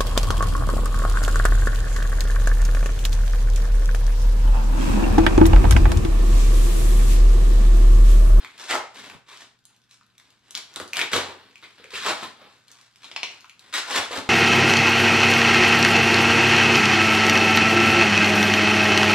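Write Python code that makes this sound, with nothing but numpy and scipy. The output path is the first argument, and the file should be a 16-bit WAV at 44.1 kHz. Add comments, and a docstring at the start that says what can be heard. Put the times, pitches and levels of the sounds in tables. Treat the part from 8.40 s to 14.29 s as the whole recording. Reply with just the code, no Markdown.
"""A small room with a low table: hands work a foam packing block and its plastic bag loose.
The foam rubs in dense stick-slip, creaks and cracks, and its hollow booms under pressure.
The bag crinkles as small creases buckle, single large creases snap, and the block knocks dully.
Near walls answer and the room rings for under half a second, over still air and a faint mains hum.
A camera with two close ports is the microphone."""
import sys
import numpy as np
from scipy import signal
from scipy.fft import rfft, irfft, next_fast_len
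from scipy.io import wavfile
from scipy.ndimage import uniform_filter1d, map_coordinates

SR = 44100
rng = np.random.default_rng(int(sys.argv[2]) if len(sys.argv) > 2 else 0)


def store_wav(level_fs):
    """Save 16-bit WAV to argv[1]."""
    pcm = np.round(np.clip(np.atleast_2d(level_fs), -1, 1) * 32767)
    wavfile.write(sys.argv[1], SR, pcm.T.astype(np.int16))


N = 259749  # length in samples

# Pulls and shoves of the hands: start_s, rise_s, hold_s, crinkle_db, sheen_db, rub_db, boom_db
HAND_STROKES = [(0.0, 0.0016, 0.042, -50, -58.5, -57.5, -58), (0.175, 0.022, 0.11, -43, -45.5, -51, -72.5),
                (0.281, 0.025, 0.0063, -25, -29.5, -33, -56), (0.32, 0.013, 0.021, -35, -35.5, -28, -57),
                (0.539, 0.017, 0.046, -44.5, -47.5, -57, -55),
                (0.62, 0.017, 0.038, -49.5, -53.5, -54.5, -55.5),
                (0.687, 0.01, 0.048, -54, -57, -53, -57.5), (0.862, 0.028, 0.075, -49.5, -53, -57, -74),
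                (0.985, 0.019, 0.02, -49, -50, -56.5, -64), (1.492, 0.015, 0.037, -61.5, -60, -75.5, -86),
                (2.141, 0.0053, 0.048, -45, -56, -53.5, -59.5),
                (2.354, 0.0047, 0.0076, -43, -75, -45, -50.5),
                (2.398, 0.0025, 0.0026, -46, -68, -41.5, -40),
                (2.529, 0.047, 0.063, -34.5, -43, -38, -47.5),
                (2.714, 0.02, 0.03, -25.5, -28.5, -31, -35.5),
                (2.767, 0.011, 0.032, -34.5, -41.5, -40, -47), (2.83, 0.014, 0.072, -46.5, -53, -45, -70),
                (2.95, 0.017, 0.13, -57, -72, -66, -63), (3.219, 0.0078, 0.015, -46.5, -57, -57.5, -57),
                (3.377, 0.0037, 0.093, -55.5, -73, -73, -64), (3.504, 0.044, 0.029, -35, -39.5, -55.5, -56),
                (3.581, 0.061, 0.058, -32, -37.5, -48, -50.5), (3.642, 0.016, 0.05, -29.5, -32.5, -29, -44),
                (3.72, 0.014, 0.063, -45, -49, -48.5, -64.5), (3.802, 0.021, 0.016, -37.5, -43, -39, -45),
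                (3.96, 0.04, 0.075, -55, -68, -57.5, -61), (4.255, 0.04, 0.18, -60, -63, -69.5, -79),
                (4.616, 0.018, 0.025, -49.5, -52, -70.5, -65),
                (5.325, 0.019, 0.04, -26.5, -29.5, -37.5, -69), (5.459, 0.06, 0.06, -30.5, -33, -34.5, -57),
                (5.532, 0.025, 0.027, -25.5, -29, -30.5, -40), (5.597, 0.0057, 0.043, -38, -44, -40, -73),
                (5.7, 0.014, 0.058, -35.5, -40.5, -36.5, -56),
                (5.732, 0.027, 0.025, -35, -37.5, -36.5, -43.5), (5.828, 0.018, .04, -57, -62, -54, -57)]
# Hands resting between strokes, before firmness and fidgeting: crinkle_db, sheen_db, rub_db, boom_db
RESTING_GRIP_DB = (-66, -69.5, -73.5, -77)
# Firmness of the resting grip: time_s, change_db
GRIP_FIRMNESS = [(0, 7.5), (.85, -5.5), (1.3, -1.5), (1.7, -6.5), (2.0, -6.5), (2.3, 4.5), (3.3, 1),
                 (3.95, 1.5), (4.2, -8.5), (4.55, -7), (4.93, 3.5), (5.15, 1), (5.89, 16)]
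# Large creases that snap through, before the common snap gain: start_s, level_db, centre_hz
CREASE_SNAPS = [(0.0479, -32, 1910), (0.1803, -41, 4200), (0.601, -42, 2750), (0.644, -41.5, 2440),
                (0.7, -37.5, 2600), (0.974, -41, 4950), (1.0058, -49, 2050), (1.2538, -42.5, 6880),
                (1.512, -45.5, 4340), (1.612, -54.5, 1800), (1.7813, -45, 4800), (1.7996, -48, 2420),
                (1.9047, -52.5, 5200), (2.109, -35, 4960), (2.1522, -21, 4430), (2.1753, -28, 5400),
                (2.193, -48, 4810), (2.34, -42.5, 5960), (2.3609, -25.5, 5050), (2.4009, -28.5, 2100),
                (2.4788, -39.5, 6300), (2.5336, -21.5, 3300), (2.559, -29.5, 4240), (2.57, -18.5, 3700),
                (2.5926, -19, 2700), (2.5975, -22, 2450), (2.6153, -16.5, 2500), (2.7336, -17.5, 2190),
                (3.1573, -41.5, 3100), (3.4425, -40, 2540), (3.467, -50, 1900), (3.5396, -36, 2500),
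                (3.834, -38, 2130), (4.017, -52, 1800), (4.2824, -47, 5600), (4.3164, -41.5, 7400),
                (4.4136, -47.5, 6500), (4.5595, -47, 4300), (5.008, -45, 5000), (5.0449, -43.5, 1830),
                (5.0969, -40, 2980), (5.1946, -42.5, 5340), (5.382, -45, 1900), (5.5625, -19, 3460)]
# Stiff foam cracking as it is bent, before the common crack gain: start_s, level_db
FOAM_CRACKS = [(4.6433, -33.5), (4.714, -32.5), (4.762, -19.5), (4.8309, -16)]
# Fingers dragging over the foam: start_s, length_s, level_db, pitch_hz
FINGER_CREAKS = [(0.301, 0.043, -31.5, 1940), (0.344, 0.054, -35.5, 890), (2.733, 0.05, -34.5, 476),
                 (2.837, .07, -48, 416), (3.233, .02, -49.5, 2350), (3.529, 0.041, -46.5, 440),
                 (3.539, 0.031, -39, 2650), (5.4, 0.092, -44, 1480), (5.537, .06, -39, 1600),
                 (5.742, 0.044, -40.5, 560)]
# Dull knocks of the block on hands and table, before the common knock gain: start_s, level_db, pitch_hz
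BLOCK_KNOCKS = [(0.748, -42.5, 170), (2.401, -33.5, 510), (2.744, -39, 98), (2.887, -46.5, 198),
                (3.398, -47, 470), (3.447, -44.5, 490), (4.017, -47.5, 576), (5.585, -43.5, 100),
                (5.709, -27, 494), (5.78, -31.5, 264)]
# Colour of foam rubbing: frequency_hz, gain_db
RUB_COLOUR = [(40, -54.5), (220, -12.5), (330, -3.5), (600, 0.5), (1000, 3), (1400, -0.5), (2000, -11),
              (4000, -66)]
# Colour of the hollow block: frequency_hz, gain_db
BOOM_COLOUR = [(25, -57), (55, -33.5), (80, -8.5), (125, -4.5), (200, 2), (310, 1.5), (480, 2),
               (900, -20.5)]
# Colour of the crinkling bag: frequency_hz, gain_db
CRINKLE_COLOUR = [(500, -52.5), (1000, 1), (1500, 3.5), (2500, 2), (3800, 3.5), (5000, -1), (7000, -11),
                  (12000, -42.5)]
# Bright colour of the thin film: frequency_hz, gain_db
SHEEN_COLOUR = [(2000, -45), (4000, -5.5), (5300, 3), (7800, -2.5), (9300, -10), (11000, -11.5),
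                (13300, -20), (15500, -24.5)]
# What the stiff, taut film adds to every snap: frequency_hz, gain_db
TAUT_FILM_COLOUR = [(1500, 4), (2000, -2), (2350, 3.5), (2900, -0.5), (3900, -1), (4700, -2), (8000, -2)]
# Resonances of the cracking foam: centre_hz, width_hz, gain_db
CRACK_MODES = [(1030, 440, -9), (2420, 840, -2), (3160, 630, -3), (3680, 850, -6.5)]
# Copies from the near walls and floor: delay_s, gain_db
WALL_ECHOES = [(.0098, -17), (0.0145, -7.5)]
# Time for the room to fade by 60 dB: frequency_hz, decay_s
ROOM_DECAY = [(100, 0.21), (300, 0.31), (700, 0.44), (2000, 0.38), (5000, 0.37), (13000, 0.24)]
# Room tail against the direct sound: frequency_hz, gain_db
ROOM_LEVEL = [(100, 5.5), (700, -1.5), (2500, 0.2), (8000, 0), (14000, -5.5)]
# Left-right likeness of diffuse sound at the ports: frequency_hz, correlation (0 to 1)
PORT_LIKENESS = [(100, 0.29), (300, 0.85), (1000, 0.51), (2000, 0.5), (4000, 0.4), (10000, 0.03)]
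# Colour of the room air: frequency_hz, gain_db
AIR_COLOUR = [(20, -10), (60, -0.5), (130, 2.5), (220, 4), (400, -11.5), (800, -33), (1250, -14),
              (1550, 0.5), (1950, -33.5), (6000, -39.5), (14000, -25)]
# Left port's level above the right's: frequency_hz, difference_db
PORT_BALANCE = [(200, -0.5), (2000, 1.4), (8000, 1), (14000, -6)]

# A stroke swells by this much, tires while held, then lets go
RISE_DB, SAG_DB_PER_S, RELEASE_DB_PER_S = 14.5, 26.5, 470
CATCH_DB, CATCH_RATE = 1.5, 160  # the packing gives in small jerks: depth, jerks a second
FIDGET_DB, FIDGET_RATE = 5.5, 10  # the resting grip keeps shifting: depth, changes a second
FOAM_LAG_S = 0.00285  # the bag tightens first, then the foam gives
TICK_RATE, TICK_DB, TICK_HZ = 18, -57.5, 4370  # stray creases a second, typical level before snap gain, centre
TOP_HZ = 15900  # the camera's band limit


def handling():
    """Hand force as four levels in dB: each stroke swells, holds and lets go, over a shifting grip."""
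    t = np.arange(N) / SR
    firm_db = np.interp(t, *np.transpose(GRIP_FIRMNESS))
    grip_db = np.array(RESTING_GRIP_DB)[:, None] + firm_db + FIDGET_DB * wobble(FIDGET_RATE)
    power = amp(grip_db) ** 2
    for start, rise, hold, *levels_db in HAND_STROKES:
        span = (t >= start) & (t < start + rise + hold + 0.2)
        since_peak = t[span] - start - rise
        swell_db = RISE_DB * np.minimum(since_peak / rise, 0)
        sag_db = SAG_DB_PER_S * np.maximum(since_peak, 0)
        release_db = RELEASE_DB_PER_S * np.maximum(since_peak - hold, 0)
        stroke_db = np.array(levels_db)[:, None] + swell_db - sag_db - release_db
        power[:, span] += amp(stroke_db) ** 2
    return 10 * np.log10(power) + CATCH_DB * wobble(CATCH_RATE)


def slips(rate, spread_db, sliding=0.067, size=700):
    """Random tiny releases, rate a second, of uneven sizes; together they give off steady power."""
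    happens = rng.random(N) < rate / SR
    sizes = amp(spread_db * np.minimum(rng.standard_normal(N), 2))
    kicks = happens * rng.choice([-1, 1], N) * sizes
    kicks = kicks + sliding * rng.standard_normal(N)  # smooth sliding between the releases
    nearby_power = np.abs(uniform_filter1d(kicks ** 2, size))  # size in samples
    return kicks / np.sqrt(nearby_power + 1e-9)


def foam(level_db, hollow_db, rate=1500, spread_db=5):
    """Foam cells catch and let go, faster when pushed harder; the hollow block booms along."""
    kicks = slips(rate * amp(0.5 * (level_db + 42.5)), spread_db)
    rub = coloured(kicks * amp(level_db), RUB_COLOUR)
    boom = coloured(kicks * amp(hollow_db), BOOM_COLOUR)
    return filtered(rub + boom, lambda hz: np.exp(-2j * np.pi * hz * FOAM_LAG_S))


def bag(level_db, thin_db, rate=1500, spread_db=3.5):
    """Small creases buckle: single ticks when handled lightly, a dense rush when pulled."""
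    buckles = slips(rate * amp(0.7 * (level_db + 40.5)), spread_db)
    thin = unit(amp(2.8 * rng.standard_normal(N)))  # every crease has its own brightness
    crinkle = coloured(buckles * amp(level_db), CRINKLE_COLOUR)
    sheen = coloured(buckles * thin * amp(thin_db), SHEEN_COLOUR)
    return crinkle + sheen


def snaps(level_db=19, flutter=0.22, flutter_t60=0.0063, low_db=-19, high_db=-14):
    """A large crease snaps through in one sharp pulse, and the film around it flutters for a moment."""
    track, t = np.zeros(N), np.arange(SR // 40) / SR
    for s, db, hz in CREASE_SNAPS + stray_ticks():
        kick = flutter * rng.standard_normal(len(t)) * amp(-60 * t / flutter_t60)
        kick[0] = 1
        below = [(hz / 60, -48), (hz / 3, low_db), (hz / 1.4, 0)]
        above = [(hz * 0.93, -1), (hz * 2.82, high_db), (hz * 6, -22)]
        snap = coloured(kick, below + above)
        add(track, s - 0.0003, amp(db + level_db) * snap / np.linalg.norm(snap))
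    return coloured(track, TAUT_FILM_COLOUR)


def stray_ticks(spread_db=3, spread_octaves=0.35, follow=0.67):
    """Faint creases settle at random moments, louder under a firmer grip: start_s, level_db, centre_hz."""
    when, size, pitch = rng.random((round(TICK_RATE * N / SR), 3)).T
    s = when * N / SR
    firm_db = np.interp(s, *np.transpose(GRIP_FIRMNESS))
    db = TICK_DB + spread_db * (2 * size - 1) + follow * firm_db
    return list(zip(s, db, TICK_HZ * 2 ** (spread_octaves * (2 * pitch - 1))))


def cracks(level_db=17, tear_s=0.0027, echo_s=0.0046, echo_db=-8, dull_hz=5000):
    """A few cell walls tear in a quick burst that rings the stiff foam; a weaker echo off the table top follows."""
    track, t = np.zeros(N), np.arange(SR // 20) / SR

    def stiff_foam(f):
        modes = sum(amp(db) * resonance(f, hz, width) for hz, width, db in CRACK_MODES)
        return modes / np.hypot(1, (f / dull_hz) ** 2)

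    for s, db in FOAM_CRACKS:
        for delay, loss_db in ((0, 0), (echo_s, echo_db)):
            # the echo has its own noise, with the same shape
            burst = rng.standard_normal(len(t)) * np.sin(np.pi * np.minimum(t / tear_s, 1))
            ring = filtered(burst, stiff_foam)
            add(track, s + delay, amp(db + level_db + loss_db) * ring / np.linalg.norm(ring))
    return track


def creaks(sharpness=8, slip_rate=600, waver=0.031, waver_rate=45, attack_s=0.0014, fade_db=7):
    """Fingers drag in uneven stick-slip, ringing one foam resonance whose pitch wavers."""
    track = np.zeros(N)
    for s, length, db, hz in FINGER_CREAKS:
        t = np.arange(round(2 * length * SR)) / SR
        kicks = (rng.random(len(t)) < slip_rate / SR) * rng.normal(1, 0.59, len(t))
        kicks[0] = 1
        pitch = hz * (1 + waver * wobble(waver_rate)[:len(t)])
        swing = np.exp(2j * np.pi * np.cumsum(pitch) / SR)
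        # the decay runs at zero frequency, then turns with the wavering pitch
        keep = np.exp(-np.pi * hz / sharpness / SR)
        ring = signal.lfilter([1], [1, -keep], kicks * (t < length) / swing) * swing
        creak = ring.real * (1 - np.exp(-t / attack_s)) * amp(-fade_db * t / length)
        add(track, s, amp(db) * unit(creak) / np.sqrt(2))
    return track


def bumps(level_db=5, cycles=4):
    """A soft knock sets the block swinging for a few cycles."""
    track, t = np.zeros(N), np.arange(SR // 5) / SR
    for s, db, hz in BLOCK_KNOCKS:
        decay = amp(-60 * t / (cycles / hz + 0.021))
        onset = 1 - np.exp(-2 * hz * t)
        add(track, s, amp(db + level_db) * np.sin(2 * np.pi * hz * t) * decay * onset)
    return track


def room(x, roam_rate=110, bass_hz=340, count=6):
    """Slips come from many spots: short waves meet a different room from each, long waves the same one."""
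    long_waves = lambda hz: 1 / (1 + (hz / bass_hz) ** 8)
    bass = filtered(x, long_waves)
    shares = np.array([wobble(roam_rate) for _ in range(count)])  # how much each spot sounds at each moment
    shares /= np.linalg.norm(shares, axis=0)
    roaming = sum(answer((x - bass) * share) for share in shares)
    roaming = filtered(roaming, lambda hz: 1 - long_waves(2 * hz))  # the changing part holds no deep bass
    return x + walls(x) + standing_wave(x) + answer(bass) + roaming


def walls(x, dull_hz=2500):
    """The nearest walls and the floor send back a few dull copies."""
    def echoes(hz):
        copies = sum(amp(db) * np.exp(-2j * np.pi * hz * s) for s, db in WALL_ECHOES)
        return copies / (1 + 1j * hz / dull_hz)

    return filtered(x, echoes)


def standing_wave(x, mode_hz=91, width_hz=5, mode_db=10):
    """The room's strongest low mode hums on after a thump."""
    return amp(mode_db) * filtered(x, lambda hz: resonance(hz, mode_hz, width_hz))


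def answer(x, build_s=0.00054, scatter_db=-4, scatter_t60=0.016, scatter_hz=5000):
    """The room rings to one spot: treble scattered by hands and table, with a diffuse tail."""
    hz, t, z = signal.stft(rng.standard_normal((2, SR * 3 // 4)), SR, nperseg=256)
    decay = amp(-60 * t / along(ROOM_DECAY, hz)[:, None]) * (1 - np.exp(-t / build_s))
    energy = np.sum(decay ** 2, axis=1, keepdims=True) * t[1] * SR
    decay *= amp(along(ROOM_LEVEL, hz))[:, None] / np.sqrt(energy)
    tail = ports(signal.istft(z * decay, SR, nperseg=256)[1])
    tail_s = np.arange(tail.shape[1]) / SR
    scatter = rng.standard_normal(tail.shape) * amp(-60 * tail_s / scatter_t60)
    scatter /= np.linalg.norm(scatter, axis=1, keepdims=True)
    scatter = filtered(scatter, lambda f: 1j * f / (scatter_hz + 1j * f))
    return signal.fftconvolve(x[None], tail + amp(scatter_db) * scatter, axes=1)[:, :N]


def ports(pair):
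    """Two unrelated signals become a diffuse field at two close ports: alike as the table says."""
    def mix(hz):
        turn = np.arccos(np.clip(along(PORT_LIKENESS, hz), -1, 1)) / 2
        return np.array([np.cos(turn), np.sin(turn)])

    mid, side = filtered(pair, mix)
    return np.array([mid + side, mid - side])


def background(air_db=-72, hum_db=-76):
    """Still room air as diffuse noise, and an appliance's slightly unsteady hum as a drifting sine."""
    noise = filtered(rng.standard_normal((2, N)), lambda hz: amp(along(AIR_COLOUR, hz)))
    air = unit(ports(noise))
    drift = 0.0058 * np.cumsum(rng.standard_normal(N))  # radians
    hum = unit(np.sin(2 * np.pi * 119.5 * np.arange(N) / SR + drift))
    return amp(air_db) * air + amp(hum_db) * hum


def amp(db):
    """Decibels to gain."""
    return 10 ** (np.asarray(db) / 20)


def unit(x):
    """Scale to rms 1."""
    return x / np.sqrt(np.mean(x ** 2) + 1e-20)


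def along(points, hz):
    """Read (frequency_hz, value) points on a log axis."""
    f, v = np.transpose(points)
    return np.interp(np.log(hz + 1), np.log(f + 1), v)


def wobble(rate):
    """A smooth random curve, rate knots a second."""
    knots = rng.standard_normal(int(N * rate / SR) + 4)
    return map_coordinates(knots, [np.arange(N) * rate / SR])


def filtered(x, response):
    """x times a response of frequency."""
    m = next_fast_len(x.shape[-1] + SR // 2)
    return irfft(rfft(x, m) * response(np.fft.rfftfreq(m, 1 / SR)), m)[..., :x.shape[-1]]


def resonance(f, centre_hz, width_hz):
    """Response of one damped mode, with gain 1 at its centre."""
    return 1j * f * width_hz / (centre_hz ** 2 - f ** 2 + 1j * f * width_hz)


def impulse(spectrum, size=4096):
    """The causal pulse of energy 1 that has a given colour."""
    cepstrum = irfft(np.log(amp(along(spectrum, np.fft.rfftfreq(size, 1 / SR)))))
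    cepstrum[1:size // 2] *= 2  # folding the cepstrum makes the pulse minimum-phase
    cepstrum[size // 2 + 1:] = 0
    pulse = irfft(np.exp(rfft(cepstrum)))
    return pulse / np.linalg.norm(pulse)


def coloured(x, spectrum):
    """Ring x through a body of the given colour."""
    return signal.fftconvolve(x, impulse(spectrum))[:len(x)]


def add(track, s, sound):
    """Mix a sound into the track at time s."""
    part = track[max(0, round(s * SR)):][:len(sound)]
    part += sound[:len(part)]


def scene():
    """The handling sounds in the room, over its quiet background."""
    crinkle_db, sheen_db, rub_db, boom_db = handling()
    packing = foam(rub_db, boom_db) + bag(crinkle_db, sheen_db)
    events = snaps() + cracks() + creaks() + bumps()
    return room(packing + events) + background()


def record(dry, lag_s=0.00004, rolloff_hz=13800):
    """Sound reaches the left port a moment later; the camera rolls off the top up to its band limit."""
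    sides = np.array([[0.5], [-0.5]])  # left, right

    def placement(hz):
        return amp(sides * along(PORT_BALANCE, hz)) * np.exp(-2j * np.pi * hz * sides * lag_s)

    heard = filtered(dry, placement)
    return filtered(heard, lambda hz: (hz < TOP_HZ) / (1 + (hz / rolloff_hz) ** 20))


dry = scene()
out = record(dry)
store_wav(out)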